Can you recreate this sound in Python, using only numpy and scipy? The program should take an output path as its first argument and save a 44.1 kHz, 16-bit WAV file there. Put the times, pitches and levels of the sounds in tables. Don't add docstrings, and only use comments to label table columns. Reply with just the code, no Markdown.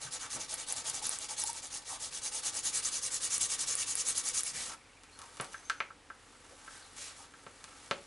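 import sys
import numpy as np
from scipy import signal
from scipy.fft import rfft, irfft
from scipy.io import wavfile
from scipy.ndimage import uniform_filter1d

SR = 44100
rng = np.random.default_rng(int(sys.argv[2]) if len(sys.argv) > 2 else 0)


def pcm_store(signal):
    levels = np.round(np.clip(np.atleast_2d(signal), -1, 1) * 32767)
    wavfile.write(sys.argv[1], SR, levels.astype(np.int16).T)


N = 355446
TIME_S = np.arange(N) / SR
BUFFING_ENDS_S = 4.53

# start in seconds (lasts until the next),
# relative level of the weave hiss in dB.
STROKES = [(0, -45.5), (.102, -43), (0.189, -45.5), (0.291, -40.5), (.383, -44.5), (0.475, -42.5),
           (0.566, -44), (0.66, -40.5), (.75, -42), (0.834, -40), (.925, -41), (1.012, -38.5), (1.098, -41),
           (1.189, -43), (1.28, -41), (1.36, -38.5), (1.449, -39.5), (1.529, -44.5), (1.615, -46),
           (1.696, -42.5), (1.805, -62), (1.843, -44), (1.985, -42), (2.104, -42.5), (2.21, -39),
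           (2.305, -38.5), (2.417, -37), (2.516, -39), (2.621, -35.5), (2.716, -35), (2.818, -33.5),
           (2.905, -36), (3.009, -35.5), (3.099, -36.5), (3.197, -35.5), (3.291, -34), (3.388, -33),
           (3.478, -36.5), (3.573, -36.5), (3.657, -34), (3.755, -35.5), (3.855, -37), (3.952, -35),
           (4.04, -34), (4.141, -34), (4.226, -36), (4.326, -33), (4.421, -39.5)]
# centre in Hz, width in Hz, relative level in dB.
LEATHER_MODES = [(495, 70, -12), (660, 90, -8), (858, 110, -1.5), (1120, 60, -13), (1320, 70, -9),
                 (2040, 70, -9)]
# time in seconds, relative level of the leather slide in dB.
HANDLING = [(4.53, -50), (4.73, -43), (4.77, -62.5), (5.03, -60.5), (5.23, -49.5), (5.45, -50),
            (5.7, -52.5), (5.98, -67), (6.2, -57), (6.45, -54), (6.65, -49.5), (7.22, -51.5), (7.29, -56),
            (7.88, -48.5), (8.05, -52)]


def amp(db):
    return 10 ** (np.asarray(db) / 20)


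def unit(x):
    return x / np.sqrt(np.mean(x ** 2) + 1e-20)


def read(points, hz):
    point_hz, value = np.transpose(points)
    return np.interp(np.log(hz + 1), np.log(point_hz + 1), value)


def add(mix, start_s, sound):
    part = mix[max(round(start_s * SR), 0):][:len(sound)]
    part += sound[:len(part)]


def colour(x, spectrum, peaks=()):
    hz = np.fft.rfftfreq(len(x), 1 / SR)
    power = amp(read(spectrum, hz)) ** 2
    for centre_hz, width_hz, db in peaks:
        power = power + amp(db) ** 2 / (1 + (2 * (hz - centre_hz) / width_hz) ** 2) ** 2
    return unit(irfft(rfft(x) * np.sqrt(power), len(x)))


def wander(rate_hz):
    noise = rfft(rng.standard_normal(N))
    return unit(irfft(noise * (np.fft.rfftfreq(N, 1 / SR) < rate_hz), N))


def slips(per_s):
    return rng.standard_normal(N) * (rng.random(N) < per_s / SR)


def air(level_db=-61, side_db=-17):
    # frequency in Hz, density in dB per Hz (relative).
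    air_spectrum = [(15, -33), (25, -8), (92, 0.5), (202, -8), (288, 3.5), (336, -5.5), (505, -1.5),
                    (651, -11.5), (740, -4), (1550, -7.5), (1850, -6), (2210, -9), (3080, -11),
                    (9930, -18.5), (11000, -21), (14300, -54), (22000, -120)]
    # frequency in Hz, rms level in dB.
    hum_partials = [(40, -73.5), (86, -76), (300, -82.5)]
    mid, side = (colour(rng.standard_normal(N), air_spectrum) for _ in range(2))
    noise = mid + amp(side_db) * side * np.array([[1], [-1]])
    hum = 0
    for hz, db in hum_partials:
        phase = 2 * np.pi * hz * TIME_S + 0.79 * wander(1.9)
        hum = hum + amp(db) * np.sqrt(2) * np.sin(phase)
    return amp(level_db) * noise + hum


def room(x, near_db=6, near_s=0.0074, side_db=-11):
    # frequency in Hz, T60 in seconds.
    t60_points = [(200, 0.7), (530, 0.24), (1400, 0.25), (3700, 0.22), (9700, 0.25)]
    # frequency in Hz, relative level in dB.
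    wet_points = [(150, -8), (600, 6), (2500, 2.5), (5000, 1.5), (10000, 0)]
    size = SR // 2
    t = np.arange(size) / SR
    taps = rng.choice([-1., 1.], (2, size)) * (rng.random((2, size)) < 4000 / SR) * (t > .001)
    early = 1 + amp(near_db) * np.exp(-t / near_s)
    hz, frame_s, z = signal.stft(taps * early, SR, nperseg=256)
    decay = np.exp(-np.log(1000) * frame_s / read(t60_points, hz)[:, None])
    tails = signal.istft(z * decay, SR, nperseg=256)[1][:, :size]
    wet_gain = amp(read(wet_points, np.fft.rfftfreq(size, 1 / SR)))
    tails = irfft(rfft(tails / np.linalg.norm(tails[0])) * wet_gain)
    mid, side = signal.fftconvolve(x[None], tails, axes=1)[:, :N]
    return mid + amp(side_db) * side * np.array([[1], [-1]])


def chirps(waver_hz=35, long_waver_hz=22, scatter_hz=110, arch_hz=120, level_db=0.5):
    # start in seconds, length in seconds, nominal top pitch in Hz, relative level in dB.
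    whistles = [(5.118, .052, 4290, -62), (5.498, .13, 6150, -61), (5.625, .09, 6300, -60),
                (5.73, .12, 6100, -62)]
    trill_s, every_s, note_s = 4.765, .0398, .021
    trill_hz, step_hz, trill_fall_hz, trill_db = 2850, 280, 480, -64
    trill = []
    for k, off in enumerate(rng.uniform(-1.16, 1, size=9)):
        note_hz = trill_hz - k % 2 * step_hz + scatter_hz * off
        trill.append((trill_s + k * every_s, note_s, note_hz, trill_db))
    out = np.zeros(N)
    for notes, fall_hz, unsteady_hz in (trill, trill_fall_hz, waver_hz), (whistles, 0, long_waver_hz):
        for start_s, length_s, base_hz, db in notes:
            share = np.linspace(0, 1, int(length_s * SR))
            hz = base_hz - fall_hz * share + arch_hz * (np.sin(np.pi * share) - 1)
            hz = hz + unsteady_hz * unit(uniform_filter1d(rng.standard_normal(len(hz)), size=120))
            tone = np.sin(2 * np.pi * np.cumsum(hz) / SR)
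            add(out, start_s, amp(db + level_db) * signal.windows.tukey(len(hz), .7) * tone)
    return out * (.9 + .45 * wander(220))


def mode(hz, centre_hz, db, t60_s):
    return amp(db) / (1 + 2j * np.pi * (hz - centre_hz) * t60_s / np.log(1000))


def blow(db, thud_db, edge_hz, spot_hz, spot_db, ring_cycles=14, lag_s=0.001074, size=8192):
    # mode in Hz, peak against the plain click in dB, T60 in seconds.
    bench_modes = [(192, -1, .08), (390, -2, .07), (562, 2, .07), (1325, 2, .045), (2520, -3, .03),
                   (3020, -4, .02), (4300, -1, .031), (6250, -4, .007)]
    thud_hz, treble_db_per_octave = 750, -19
    hz = np.fft.rfftfreq(size, 1 / SR)
    octaves_above = np.log2(1 + (hz / edge_hz) ** 4) / 4
    contact_db = db + thud_db / (1 + (hz / thud_hz) ** 2) + treble_db_per_octave * octaves_above
    log_gain = np.log(amp(contact_db) * (hz + 1) / (hz + 60))
    circle = np.concatenate([log_gain, log_gain[-2:0:-1]])
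    click = np.exp(np.conj(signal.hilbert(circle)))[:len(hz)]
    bench = 1 + sum(mode(hz, *row) for row in bench_modes)
    spot = 1 + mode(hz, spot_hz, spot_db, ring_cycles / spot_hz)
    bending = np.exp(-4j * np.pi * lag_s * np.sqrt(10 ** 3 * hz))
    return irfft(click * bench * spot * bending, size)


def fingering(per_s=14, level_db=30, spread_db=4):
    busy = amp(np.interp(TIME_S, *np.transpose(HANDLING)) + level_db) * (TIME_S > BUFFING_ENDS_S)
    taps = amp(spread_db * rng.uniform(-1.3, 1, N)) * (rng.random(N) < per_s / SR)
    tap = blow(-8.5, thud_db=-6.5, edge_hz=2900, spot_hz=1440, spot_db=4)
    return signal.oaconvolve(busy * taps, tap)[:N]


def knocks(level_db=-4.0):
    # start in seconds, relative strength in dB, thud of the
    # weight behind in dB, bright edge in Hz, ring of the struck spot in Hz, ring level in dB.
    contacts = [(5.399, -1.5, 4, 3200, 130, 6), (5.543, -14.5, -8, 3000, 1620, 17.5),
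                (5.698, -2, -15.5, 7000, 1520, 18), (5.8034, 9, -16.5, 2220, 2280, 2.5),
                (5.9036, -18.5, -3, 1600, 1450, 16), (6.1011, -12, -7.5, 2000, 1520, 13),
                (6.678, -16, -7, 2500, 1550, 12), (7.338, -20, -14, 2500, 1560, 11),
                (7.4651, -13, 4.5, 2800, 537, -7), (7.911, 6, 0, 3700, 560, 0)]
    # start in seconds, relative strength in dB.
    ticks = [(5.035, -24), (5.19, -20), (5.217, -18.5), (5.37, -20.5), (5.41, -14.5), (5.445, -18),
             (5.5324, -24), (7.6412, -16)]
    out = np.zeros(N)
    for start_s, *contact in contacts:
        add(out, start_s, blow(*contact))
    for start_s, db in ticks:
        add(out, start_s, blow(db, thud_db=-4, edge_hz=SR / 2, spot_hz=1150, spot_db=-4))
    return amp(level_db) * out


def scuffs():
    # middle in seconds, length (half the window) in seconds, level before the window in dB,
    # centre in Hz, width in octaves.
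    touches = [(.03, 0.064, -57, 140, 0.33), (0.077, 0.021, -48.5, 1430, 0.37),
               (0.244, 0.077, -48, 1280, 0.64), (.375, .071, -47.5, 210, 3.4),
               (1.028, 0.026, -48.5, 837, 0.19), (1.31, 0.035, -48, 870, .1),
               (1.443, 0.03, -46.5, 875, 0.15), (1.498, 0.036, -47.5, 866, 0.15),
               (1.931, 0.096, -49.5, 930, 0.41), (4.554, 0.06, -55, 142, 0.32),
               (4.581, .1, -51.5, 1880, 0.31), (5.228, .07, -54, 1040, 0.52),
               (4.717, 0.036, -50.5, 910, 0.41), (5.427, 0.069, -47.5, 895, 1.2),
               (6.53, .05, -59.5, 480, 0.69), (6.75, 0.19, -61, 1620, .25),
               (6.844, 0.072, -59.5, 4100, .25), (7.062, 0.19, -51.5, 2960, 2.1),
               (7.217, 0.049, -53.5, 890, 0.42)]
    out = np.zeros(N)
    for middle_s, length_s, db, centre_hz, width_octaves in touches:
        size = int(2 * length_s * SR)
        away = np.log2((np.fft.rfftfreq(size, 1 / SR) + 1) / centre_hz) / width_octaves
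        band = unit(irfft(rfft(rng.standard_normal(size)) * np.exp(-away ** 2), size))
        add(out, middle_s - length_s, amp(db) * band * np.hanning(size) ** 2)
    return out


def swell(length_s, rise_share=.28):
    share = np.linspace(0, 1, int(length_s * SR))
    return np.sin(np.pi * np.interp(share, [0, rise_share, 1], [0, .5, 1]))


def handling(rustle_db=-2.0, slide_db=-7.5, crumple_db=1.2, fumble_db=-0.6, rag_below_slide_db=-9.5):
    # start in seconds, length in seconds, relative level in dB.
    rustles = [(4.522, 0.19, -35.5), (4.669, 0.086, -47.5), (5.191, 0.085, -79), (5.383, .1, -53),
               (5.512, .05, -50.5), (6.692, 0.14, -53.5), (6.95, .18, -43), (7.152, 0.12, -52)]
    # frequency in Hz, density in dB per Hz (relative).
    rustle_spectrum = [(900, -6), (2000, -3), (3500, 0), (5000, 2), (6800, 4), (8500, 2.5), (11000, 0.5)]
    # frequency in Hz, density in dB per Hz (relative).
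    slide_spectrum = [(150, -19), (300, -9.5), (520, -10), (650, -11), (860, -6.5), (1050, -5), (1350, -4),
                      (1900, -8), (3500, -10.5), (8000, -11)]
    moving = amp(np.interp(TIME_S, *np.transpose(HANDLING)))
    rag = amp(rag_below_slide_db) * moving
    for start_s, length_s, db in rustles:
        add(rag, start_s, amp(db) * swell(length_s))
    rag_peaks = [(6500, 1300, -13), (2270, 380, -15)]  # Hz, width Hz, dB
    rustle = amp(rustle_db) * rag * colour(slips(22000), rustle_spectrum, rag_peaks)
    fumble = amp(slide_db + fumble_db * wander(29))
    slide = fumble * moving * colour(slips(6000), slide_spectrum, LEATHER_MODES)
    gate = uniform_filter1d(1. * (TIME_S > BUFFING_ENDS_S), size=700)
    return (rustle + slide) * amp(crumple_db * wander(70)) * gate


def thread(hz, length_s, fray=0.18):
    envelope = signal.windows.tukey(int(length_s * SR), .5)
    sway, crackle = rng.standard_normal((2, len(envelope)))
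    phase = 2 * np.pi * np.cumsum(hz * (1 + 0.38 * uniform_filter1d(sway, size=7))) / SR
    return envelope * (np.sin(phase) + fray * crackle)


def snaps(length_s=.0015, pitch_hz=9900, spread_share=0.031):
    # start in seconds, tone peak in dB.
    thread_snaps = [(.541, -22), (.7243, -20.5), (.8984, -21.5), (1.0263, -32), (1.068, -18.5),
                    (1.093, -19), (1.1873, -26.5), (1.399, -23.5), (1.4377, -20.5), (1.501, -29),
                    (1.5307, -28), (2.591, -26), (3.1433, -24), (3.3428, -20.5), (3.38, -22), (3.412, -19),
                    (3.7531, -18.5), (3.9539, -18), (4.0864, -19), (4.18, -19), (4.2877, -19.5),
                    (4.4073, -23), (4.434, -22), (5.19, -40.5), (5.411, -29)]
    out = np.zeros(N)
    for start_s, db in thread_snaps:
        hz = pitch_hz * (1 + spread_share * rng.uniform(-1.1, 1))
        add(out, start_s, amp(db) * thread(hz, length_s))
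    return out


def folds(x, patchy_db):
    z = signal.stft(x, nperseg=256)[2]
    patches = uniform_filter1d(rng.standard_normal(z.shape), size=5, axis=0)
    patches = unit(uniform_filter1d(patches, size=9, axis=1))
    return unit(signal.istft(z * amp(patchy_db * patches), nperseg=256)[1][:N])


def hand_speed(top_share=0.51, jerked_top_share=0.29, jerked_until_s=1.8):
    turn_s = np.append(np.transpose(STROKES)[0], BUFFING_ENDS_S)
    jerked = (np.arange(len(STROKES)) % 2 == 0) & (turn_s[:-1] < jerked_until_s)
    fastest_s = turn_s[:-1] + np.diff(turn_s) * np.where(jerked, jerked_top_share, top_share)
    marks_s = np.sort(np.append(turn_s, fastest_s))
    return abs(np.sin(np.pi * np.interp(TIME_S, marks_s, np.arange(len(marks_s)) / 2)))


def buffing(grip_db=1.17, small_per_s=40, small_db=-2.0, catch_db=9, sing_db=-9, sing_hz=6550, creak_db=2.5):
    # frequency in Hz, density in dB per Hz (relative).
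    hiss_spectrum = [(2500, -27), (4000, -7), (5200, -2.5), (6500, 2.5), (8200, 0), (10000, 1.5),
                     (11200, -5.5)]
    # frequency in Hz, density in dB per Hz (relative).
    rasp_spectrum = [(500, -12), (1000, -8), (1400, -0.5), (2400, 1), (3600, 3.5), (5000, 3), (9000, -6)]
    # frequency in Hz, density in dB per Hz (relative).
    drag_spectrum = [(60, -9), (140, -6.5), (210, -18.5), (300, -7), (400, -9.5), (500, -4), (620, -22),
                     (1100, -4), (2500, -30.5)]
    # frequency in Hz, density in dB per Hz (relative).
    hollow_spectrum = [(300, -23), (800, -15), (3000, -29)]
    # time in seconds, extra rasp in dB,
    # relative ring of the hollow in dB.
    hold = [(0, 0.4, -59.5), (0.801, 2.5, -53.5), (1.15, 0.8, -55), (1.45, -.8, -58.5), (1.62, -0.5, -59.5),
            (2.15, -1, -58), (2.65, 0, -55.5), (3.1, -1, -61.5), (3.65, 1, -63.5), (4.5, -1.3, -64)]
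    rasp_base_db, rasp_db_per_hiss_db, usual_hiss_db = -46.5, 0.58, -37.5

    def level(db):
        return uniform_filter1d(amp(db) * (TIME_S < BUFFING_ENDS_S), size=700)

    turn_s, stroke_db = np.transpose(STROKES)
    hold_s, extra_db, hollow_db = np.transpose(hold)
    speed = hand_speed()
    hiss_db = stroke_db[np.clip(np.searchsorted(turn_s, TIME_S, "right") - 1, 0, None)]
    rasp_db = rasp_base_db + rasp_db_per_hiss_db * (hiss_db - usual_hiss_db)
    rasp = level(rasp_db + np.interp(TIME_S, hold_s, extra_db))
    body = level(np.interp(TIME_S, hold_s, hollow_db) + creak_db * wander(12))
    hiss = level(hiss_db) * (0.039 + 0.96 * speed ** 1.31)
    grip = amp(grip_db * wander(170) + 2.5)
    out = hiss * grip * folds(colour(slips(20000), hiss_spectrum), patchy_db=2.0)
    rasp_noise = folds(colour(slips(10000), rasp_spectrum), patchy_db=2.0)
    out += rasp * grip * (0.079 + 0.93 * speed ** 0.62) * rasp_noise
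    sing = np.sqrt(2) * wander(600) * np.cos(2 * np.pi * sing_hz * TIME_S)
    out += amp(sing_db + 2.9 * wander(29)) * hiss * speed ** 3 * sing
    out += amp(-13) * rasp * (0.76 + 0.49 * speed) * colour(slips(3000), drag_spectrum)
    out += body * (.1 + speed) * colour(slips(3000), hollow_spectrum, LEATHER_MODES)
    for place, strength, pitch in rng.random((int(small_per_s * BUFFING_ENDS_S), 3)):
        start_s = place * BUFFING_ENDS_S
        gain = hiss[int(start_s * SR)] * amp(small_db + catch_db * strength ** 7)
        add(out, start_s, gain * thread(6500 + 4500 * np.sqrt(pitch), 0.00104))
    return out


def scene():
    far = chirps()
    bench = knocks() + fingering()
    cloth = buffing() + snaps() + handling() + scuffs()
    direct = cloth + bench + amp(1) * far
    echoes = amp(-8.5) * room(cloth, side_db=-7.0) + amp(-2) * room(bench + far, side_db=-13.5)
    return direct + echoes + air()


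def record(dry, edge_hz=11150):
    lowpass = signal.firwin(401, edge_hz, window=("kaiser", 7), fs=SR)
    return signal.oaconvolve(dry * amp([[.1], [-.1]]), lowpass[None], "same", axes=1)


dry = scene()
out = record(dry)
pcm_store(out)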